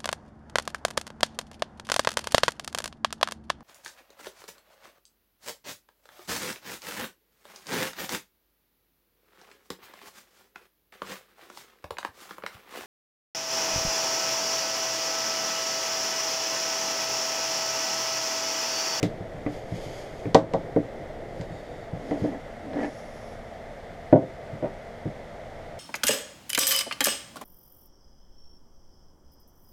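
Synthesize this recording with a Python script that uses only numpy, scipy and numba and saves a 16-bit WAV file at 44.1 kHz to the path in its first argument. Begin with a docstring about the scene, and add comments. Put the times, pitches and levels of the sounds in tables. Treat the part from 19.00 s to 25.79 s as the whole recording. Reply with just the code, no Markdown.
"""A plastic pipe knocks on a plywood table, with soft bumps and the low rumble of hands at work.
The pipe is a handle carrying a roll of tape: it is swung round, set down, dragged, lifted and pushed
onto the pipes of a stand. Knocks and scrapes ring the board and pipes in a small wooden workshop.
Sleeves and the roll hiss as they slide, a joint squeaks faintly, and a fan hums throughout."""
import sys
import numpy as np
from scipy import signal
from scipy.fft import rfft, irfft, next_fast_len
from scipy.io import wavfile
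from numba import njit

SR = 44100
rng = np.random.default_rng(int(sys.argv[2]) if len(sys.argv) > 2 else 0)


def output_pcm(signal):
    """Save a mono or channel-first signal as 16-bit PCM at the path in sys.argv[1].

    Samples are clipped to [-1, 1] before scaling.
    """
    pcm = np.clip(np.atleast_2d(signal).T, -1, 1) * 32767
    wavfile.write(sys.argv[1], SR, np.round(pcm).astype(np.int16))


N = 299439
TIME = np.arange(N) / SR
HIT_TIME = TIME[:SR // 2]  # each hit gets half a second

# Bare plastic hits the table. The thud lies between lowest_hz and contact_hz (higher when firmer).
# start_s, level_db, contact_hz, lowest_hz, click_db, click_top_hz, pipe_air_db
TABLE_HITS = [(.029, -19.5, 420, 85, -30.5, 12900, -22), (.463, -29, 600, 109, -38, 2430, -24),
              (1.255, -25.5, 378, 110, -44, 2480, -29.5), (1.346, -5.5, 1070, 223, -23.5, 9700, -16.5),
              (1.536, -18, 920, 201, -42, 8700, -32), (1.762, -16.5, 420, 335, -42.5, 2000, -17.5),
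              (2.412, -36, 714, 200, -47, 9000, -46), (3.110, -26, 624, 244, -40, 2400, -26),
              (3.240, -25.5, 457, 240, -54, 5940, -23), (3.733, -40, 400, 221, -53, 5000, -38)]
# Pipe ends meet the stand: start_s, level_db, contact_hz, lowest_hz
STAND_HITS = [(5.126, -6, 706, 150), (5.156, -13.5, 620, 480), (5.222, -28.5, 493, 197),
              (5.527, -32.5, 193, 100), (5.624, -24.5, 790, 179), (5.642, -26, 955, 354),
              (5.656, -29, 970, 393), (6.054, -25.5, 327, 107)]
# Hands and roll bump the table: start_s, level_db
SOFT_BUMPS = [(0.203, -32.5), (0.344, -38.5), (0.718, -26.5), (.86, -35), (1.641, -42), (2.395, -30.5),
              (2.502, -35), (2.929, -29), (3.217, -25.5)]

# The tones each thing rings with: pitch_hz, level_db, ring_s (time to fade by 60 dB)
BOARD_TONES = [(115, -5, 0.26), (144.4, -17, 0.13), (168.2, -3, 0.17), (250, -6, 0.067), (338, -13, 0.08),
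               (419, -9.5, .1), (463, 3.5, 0.072), (541, -0.5, 0.12), (647, -2, 0.13), (760, 2, 0.064),
               (846, -12.5, 0.14), (954, 4.5, 0.031), (998, -13.5, 0.092), (1130, -8, 0.098),
               (1530, -13, 0.093), (1914, -3, .08)]  # plywood with the pipe on it; each hit scales ring_s
STAND_TONES = [(117.3, -2, 0.18), (149, -6, 0.18), (208, -10, 0.12), (269.7, -4, 0.13), (318.4, -3, 0.098),
               (391.2, -10.5, 0.26), (524, -1.5, 0.15), (602.5, 6.5, 0.061), (662, -9.5, 0.18),
               (748, -10, 0.19), (933, -9, 0.087), (1480, -7, 0.063), (1930, -13.5, 0.14)]  # upright pipes; each hit scales ring_s
PIPE_AIR_TONES = [(295.9, 11, 0.15), (606, -13.5, 0.071)]  # air inside the handle
PIPE_WALL_TONES = [(2016, 1.5, 0.073), (2477, -8, 0.087), (3720, -5, .1), (4030, -5, 0.078),
                   (5120, -2.5, 0.066), (6900, -5.5, 0.054)]  # plastic wall, after a click

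# The pipe drags over the board: start_s, length_s, level_db, final_push (0 to 1)
PIPE_DRAGS = [(3.115, 0.23, -35.5, 0.18), (3.789, 0.058, -30.5, 0.73)]
# Other movements: start_s, length_s, level_db
HAND_MOVES = [(0, 2.35, -41.5), (5.3, 1.8, -54.5)]  # hands work the pipes, at the table and then the stand
SLEEVE_MOVES = [(.53, 0.064, -56), (.76, 0.28, -50.5), (1.17, 0.093, -57.5), (2.39, .02, -58),
                (3.07, 0.19, -57), (3.21, 0.088, -57), (3.83, 0.018, -54.5)]  # sleeves and hands brush along
ROLL_MOVES = [(3.05, .2, -77), (3.85, 0.42, -62)]  # the roll slips on its axle
JOINT_MOVES = [(2.52, 0.31, -65)]  # a pipe turns in its elbow joint

# Narrow bands that rubbing sets ringing: pitch_hz, width_hz, level_db
DRAG_BANDS = [(240, 39, -6), (284, 45, 13), (470, 230, 6.5), (626, 45, 10.5), (743, 17, 11)]  # the gripped pipe
GRIT_BANDS = [(1020, 83, -19), (1760, 88, 11), (1924, 42, 13), (2080, 79, 0)]  # its harsh grating
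AXLE_BANDS = [(5500, 630, 2.5), (6370, 600, -9), (10100, 2600, -7)]  # the roll's axle
JOINT_BANDS = [(3720, 130, 0), (4450, 200, -3), (6800, 250, -11)]  # the elbow joint

# Curves that shape noise from bass to treble: pitch_hz, gain_db
CLICK_CURVE = [(300, 9.5), (1000, 1.5), (2050, 6), (2650, -0.5), (3600, 5.5), (4100, 1), (5200, -1.5),
               (7500, -8.5), (10000, -17), (14000, -16)]  # hard plastic
HAND_CURVE = [(40, -1), (80, -9), (140, 0.5), (220, -14), (300, -3), (520, 0.5), (750, -8.5), (1200, -31),
              (3000, -59)]  # hands on pipes
SLEEVE_CURVE = [(500, -26), (1200, -28), (2100, 7), (2700, -4), (3200, 4), (4000, -5), (4800, 1),
                (5800, -6.5), (6600, -2), (7600, -11), (12500, -16), (15000, -37)]  # cloth and skin
LOW_AIR_CURVE = [(15, -12), (26, 2), (42, -7), (60, -8), (120, -6), (170, -8), (260, -13), (360, -13),
                 (460, -7), (560, -4.5), (660, -2.5), (780, -9), (1000, -20), (1250, -28), (2000, -60)]  # fan and room air below about 1 kHz
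HIGH_AIR_CURVE = [(700, -26.5), (1200, -3), (1600, -3.5), (2080, 0), (2400, -11), (2800, -13.5),
                  (3500, -12), (3900, -17), (5200, -19), (7300, -24.5), (10000, -30), (13200, -35.5),
                  (14200, -41)]  # and above it
# The fan's hum: multiple (of the blade tone), level_db
HUM_TONES = [(1, -60), (3, -56.5), (6, -67), (7, -65), (8, -58), (9, -54)]


def knocks(hits, tones, room_s, room_db=-9, spread_s=0.0016):
    """Each knock is a plastic click, a thud of the struck thing and a hollow tone of air in the pipe."""
    wall_curve = [(70, -18.5), (140, 3.5), (600, -8), (1200, -14.5), (2500, -24.5), (6000, -46)]
    out = np.zeros(N)
    for start_s, db, contact_hz, lowest_hz, click_db, click_top_hz, pipe_air_db in hits:
        room = colour(echoes(room_s, build_s=0.0032), wall_curve)
        stretch = (contact_hz / 640) ** 0.53  # soft contact damps the ring, hard contact lets it last
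        ring = ringing([(hz, tone_db, ring_s * stretch) for hz, tone_db, ring_s in tones])
        ring *= 1 - np.exp(-HIT_TIME / spread_s)  # the blow takes a moment to spread
        thud = unit_hit(ring) + gain(room_db) * unit_hit(room)
        thud = cut(thud, contact_hz, "low", order=3)  # soft contact leaves only low tones
        thud = cut(thud, lowest_hz, "high")
        add(out, start_s, gain(click_db) * plastic_click(click_top_hz))
        hollow = gain(pipe_air_db) * unit_hit(ringing(PIPE_AIR_TONES))
        add(out, start_s + 0.001012, gain(db) * unit_hit(thud) + hollow)  # just after the click
    return out


def plastic_click(top_hz, room_db=-4, wall_db=-11):
    """Hard contact makes a tiny burst of noise that echoes and briefly rings the pipe wall."""
    crack = rng.standard_normal(len(HIT_TIME)) * fade(ring_s=0.013)
    room = echoes(ring_s=0.17, build_s=0.0011)
    click = colour(unit_hit(crack) + gain(room_db) * unit_hit(room), CLICK_CURVE)
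    wall = gain(wall_db) * unit_hit(ringing(PIPE_WALL_TONES))
    return unit_hit(cut(unit_hit(click) + wall, top_hz, "low", order=6))


def table_knocks(soft_hz=200, lowest_hz=103, click_top_hz=2500):
    """The board rings under bare plastic and under padded bumps, which have little click or hollow tone."""
    bumps = [(start_s, db, soft_hz, lowest_hz, db - 29, click_top_hz, db - 14.5)
             for start_s, db in SOFT_BUMPS]
    return knocks(TABLE_HITS + bumps, BOARD_TONES, room_s=0.25)


def stand_knocks(firm_hz=870, click_db_per_octave=18, click_top_hz=2890):
    """The stand's pipes ring as the handle meets them; firmer contact clicks louder."""
    hits = []
    for start_s, db, contact_hz, lowest_hz in STAND_HITS:
        click_db = db - 26.5 + click_db_per_octave * np.log2(contact_hz / firm_hz)
        hits.append((start_s, db, contact_hz, lowest_hz, click_db, click_top_hz, db - 15))
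    return knocks(hits, STAND_TONES, room_s=0.19)


def pipe_drag(slips_per_s=1100, uneven_db=3, grit_db=-18.5, push_db=14):
    """The pipe sticks and slips in tiny jerks that ring it; a harder push sounds brighter and grates."""
    slips = (rng.random(N) < slips_per_s / SR) * gain(uneven_db * rng.standard_normal(N))
    ring = cut(resonate(slips, DRAG_BANDS), 190, "high", order=4)
    dull = unit(cut(ring, 350, "low"))
    bright = unit(cut(ring, 900, "low", order=4))
    grit = unit(cut(resonate(slips, GRIT_BANDS), 3900, "low"))
    out = np.zeros(N)
    for start_s, length_s, db, final_push in PIPE_DRAGS:
        # the push builds from just before the drag and drops after it
        push = np.interp(TIME - start_s, [-0.065, length_s, length_s + 0.15], [0, final_push, 0])
        rasp = np.sqrt(1 - push) * dull + np.sqrt(push) * bright + gain(grit_db + push_db * push) * grit
        out += rasp * swells([(start_s, length_s, db)], rise_s=0.2, fall_s=0.076)
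    return out


def hand_rumble(uneven_db=2):
    """Hands working on the pipes make a low, uneven rumble."""
    effort = swells(HAND_MOVES, rise_s=0.1, fall_s=2.4) * gain(uneven_db * wander(24.77))
    return unit(colour(rng.standard_normal(N), HAND_CURVE)) * effort


def sliding_hiss(grain_db=2, uneven_db=1.5):
    """Fine, unsteady rubbing gives a broad hiss from sleeves and a narrower one from the roll's axle."""
    grains = rng.standard_normal(N) * gain(grain_db * rng.standard_normal(N) + uneven_db * wander(30))
    sleeves = unit(colour(grains, SLEEVE_CURVE))
    axle = unit(cut(resonate(grains, AXLE_BANDS), 10900, "low", order=4))
    return (sleeves * swells(SLEEVE_MOVES, rise_s=0.18, fall_s=0.15)
            + axle * swells(ROLL_MOVES, rise_s=0.14, fall_s=0.35))


def joint_squeak(uneven_db=2):
    """A pipe rubs as it turns in its elbow joint, ringing a few high, narrow bands."""
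    ring = unit(cut(resonate(rng.standard_normal(N), JOINT_BANDS), 3000, "high"))
    return ring * swells(JOINT_MOVES, rise_s=0.096, fall_s=0.096) * gain(uneven_db * wander(18))


def fan(blade_hz=76, shake_hz=23, shake_db=-55, air_waver_db=0.38, waver_db=2):
    """Air rushes through the fan, over the wavering hum of its blades and a low shake."""
    air = sum(unit(colour(rng.standard_normal(N), curve)) * gain(db + air_waver_db * wander(11))
              for curve, db in [(LOW_AIR_CURVE, -41.5), (HIGH_AIR_CURVE, -51.5)])
    phase = 2 * np.pi * blade_hz * TIME + 0.2 * wander(6)
    hum = sum(gain(db + waver_db * wander(2.7)) * np.sin(multiple * phase + 2 * np.pi * rng.random())
              for multiple, db in HUM_TONES)
    shake = gain(shake_db + waver_db * wander(1.7)) * np.sin(2 * np.pi * shake_hz * TIME)
    return air + np.sqrt(2) * (hum + shake)


def echoes(ring_s, build_s):
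    """Dense echoes from the close wooden walls build up, then die away."""
    return rng.standard_normal(len(HIT_TIME)) * fade(ring_s) * (1 - np.exp(-HIT_TIME / build_s))


def ringing(tones, vary_db=1, detune=0.0034):
    """Fading tones of a struck thing; place and grip shift each a little from hit to hit."""
    shifts = rng.standard_normal((len(tones), 2))
    return sum(gain(db + vary_db * louder) * fade(ring_s)
               * np.sin(2 * np.pi * hz * (1 + detune * higher) * HIT_TIME)
               for (hz, db, ring_s), (louder, higher) in zip(tones, shifts))


def swells(moves, rise_s, fall_s):
    """Loudness of movements: each grows 20 dB per rise_s, holds, then drops 20 dB per fall_s."""
    power = np.zeros(N)
    for start_s, length_s, db in moves:
        before = np.maximum(start_s - TIME, 0) / rise_s
        after = np.maximum(TIME - start_s - length_s, 0) / fall_s
        power += gain(db - 20 * (before + after)) ** 2
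    return np.sqrt(power)


def resonate(x, bands):
    """Let a sound ring through several narrow bands."""
    return sum(gain(db) * signal.lfilter(*signal.iirpeak(hz, hz / width_hz, fs=SR), x)
               for hz, width_hz, db in bands)


def colour(x, curve):
    """Shape a sound's bass and treble along a curve of (pitch_hz, gain_db) points."""
    hz, db = np.transpose(curve)
    size = next_fast_len(2 * len(x))
    grid_hz = np.maximum(np.fft.rfftfreq(size, 1 / SR), 1)
    log_gain = np.log(gain(np.interp(np.log(grid_hz), np.log(hz), db)))
    # fold the filter forward in time, so nothing sounds ahead of a hit
    folded = irfft(log_gain, size)
    folded[1:size // 2] *= 2
    folded[size // 2 + 1:] = 0
    return irfft(rfft(x, size) * np.exp(rfft(folded)), size)[:len(x)]


def cut(x, hz, keep, order=2):
    """Keep the "low" or "high" side of hz; a higher order cuts more steeply."""
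    return signal.sosfilt(signal.butter(order, hz, keep, fs=SR, output="sos"), x)


def wander(turns_per_s):
    """A random drift around zero, about 1 in size."""
    times = np.arange(256) / turns_per_s
    return np.interp(TIME, times, rng.standard_normal(len(times)))


def fade(ring_s):
    """Die away by 60 dB in ring_s."""
    return np.exp(-np.log(1000) * HIT_TIME / ring_s)


def gain(db):
    """Turn decibels into a multiplier."""
    return 10 ** (np.asarray(db) / 20)


def unit(x):
    """Scale a sound to an average power of 1."""
    return x / np.sqrt(np.mean(x ** 2))


def unit_hit(x):
    """Scale a hit to the energy of 20 ms at power 1."""
    return x / np.sqrt(np.sum(x ** 2) / (0.02 * SR))


def add(track, start_s, x):
    """Mix a sound into a track."""
    i = int(start_s * SR)
    track[i:i + len(x)] += x[:N - i]


@njit
def follow_level(x, rise_s, fall_s):
    """Track how loud a sound is, rising and falling at separate speeds."""
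    out, level = np.empty(len(x)), 0.0
    for i in range(len(x)):
        gap = abs(x[i]) - level
        level += gap / (SR * (rise_s if gap > 0 else fall_s))
        out[i] = level
    return out


def scene():
    """All the sounds meet at one microphone above the table."""
    handling = table_knocks() + stand_knocks() + pipe_drag() + hand_rumble() + sliding_hiss()
    return (handling + fan() + joint_squeak())[None]


def record(dry, limit_db=-6, top_hz=15300):
    """A limiter dips the level after the hardest knocks; peaks are clipped and the top treble is cut."""
    level = follow_level(dry[0], rise_s=0.002, fall_s=0.4)
    limited = dry / np.maximum(level / gain(limit_db), 1)
    treble_cut = signal.ellip(8, 0.2, 70, top_hz, fs=SR, output="sos")
    return signal.sosfilt(treble_cut, np.clip(limited, -1, 1))


dry = scene()
out = record(dry)
output_pcm(out)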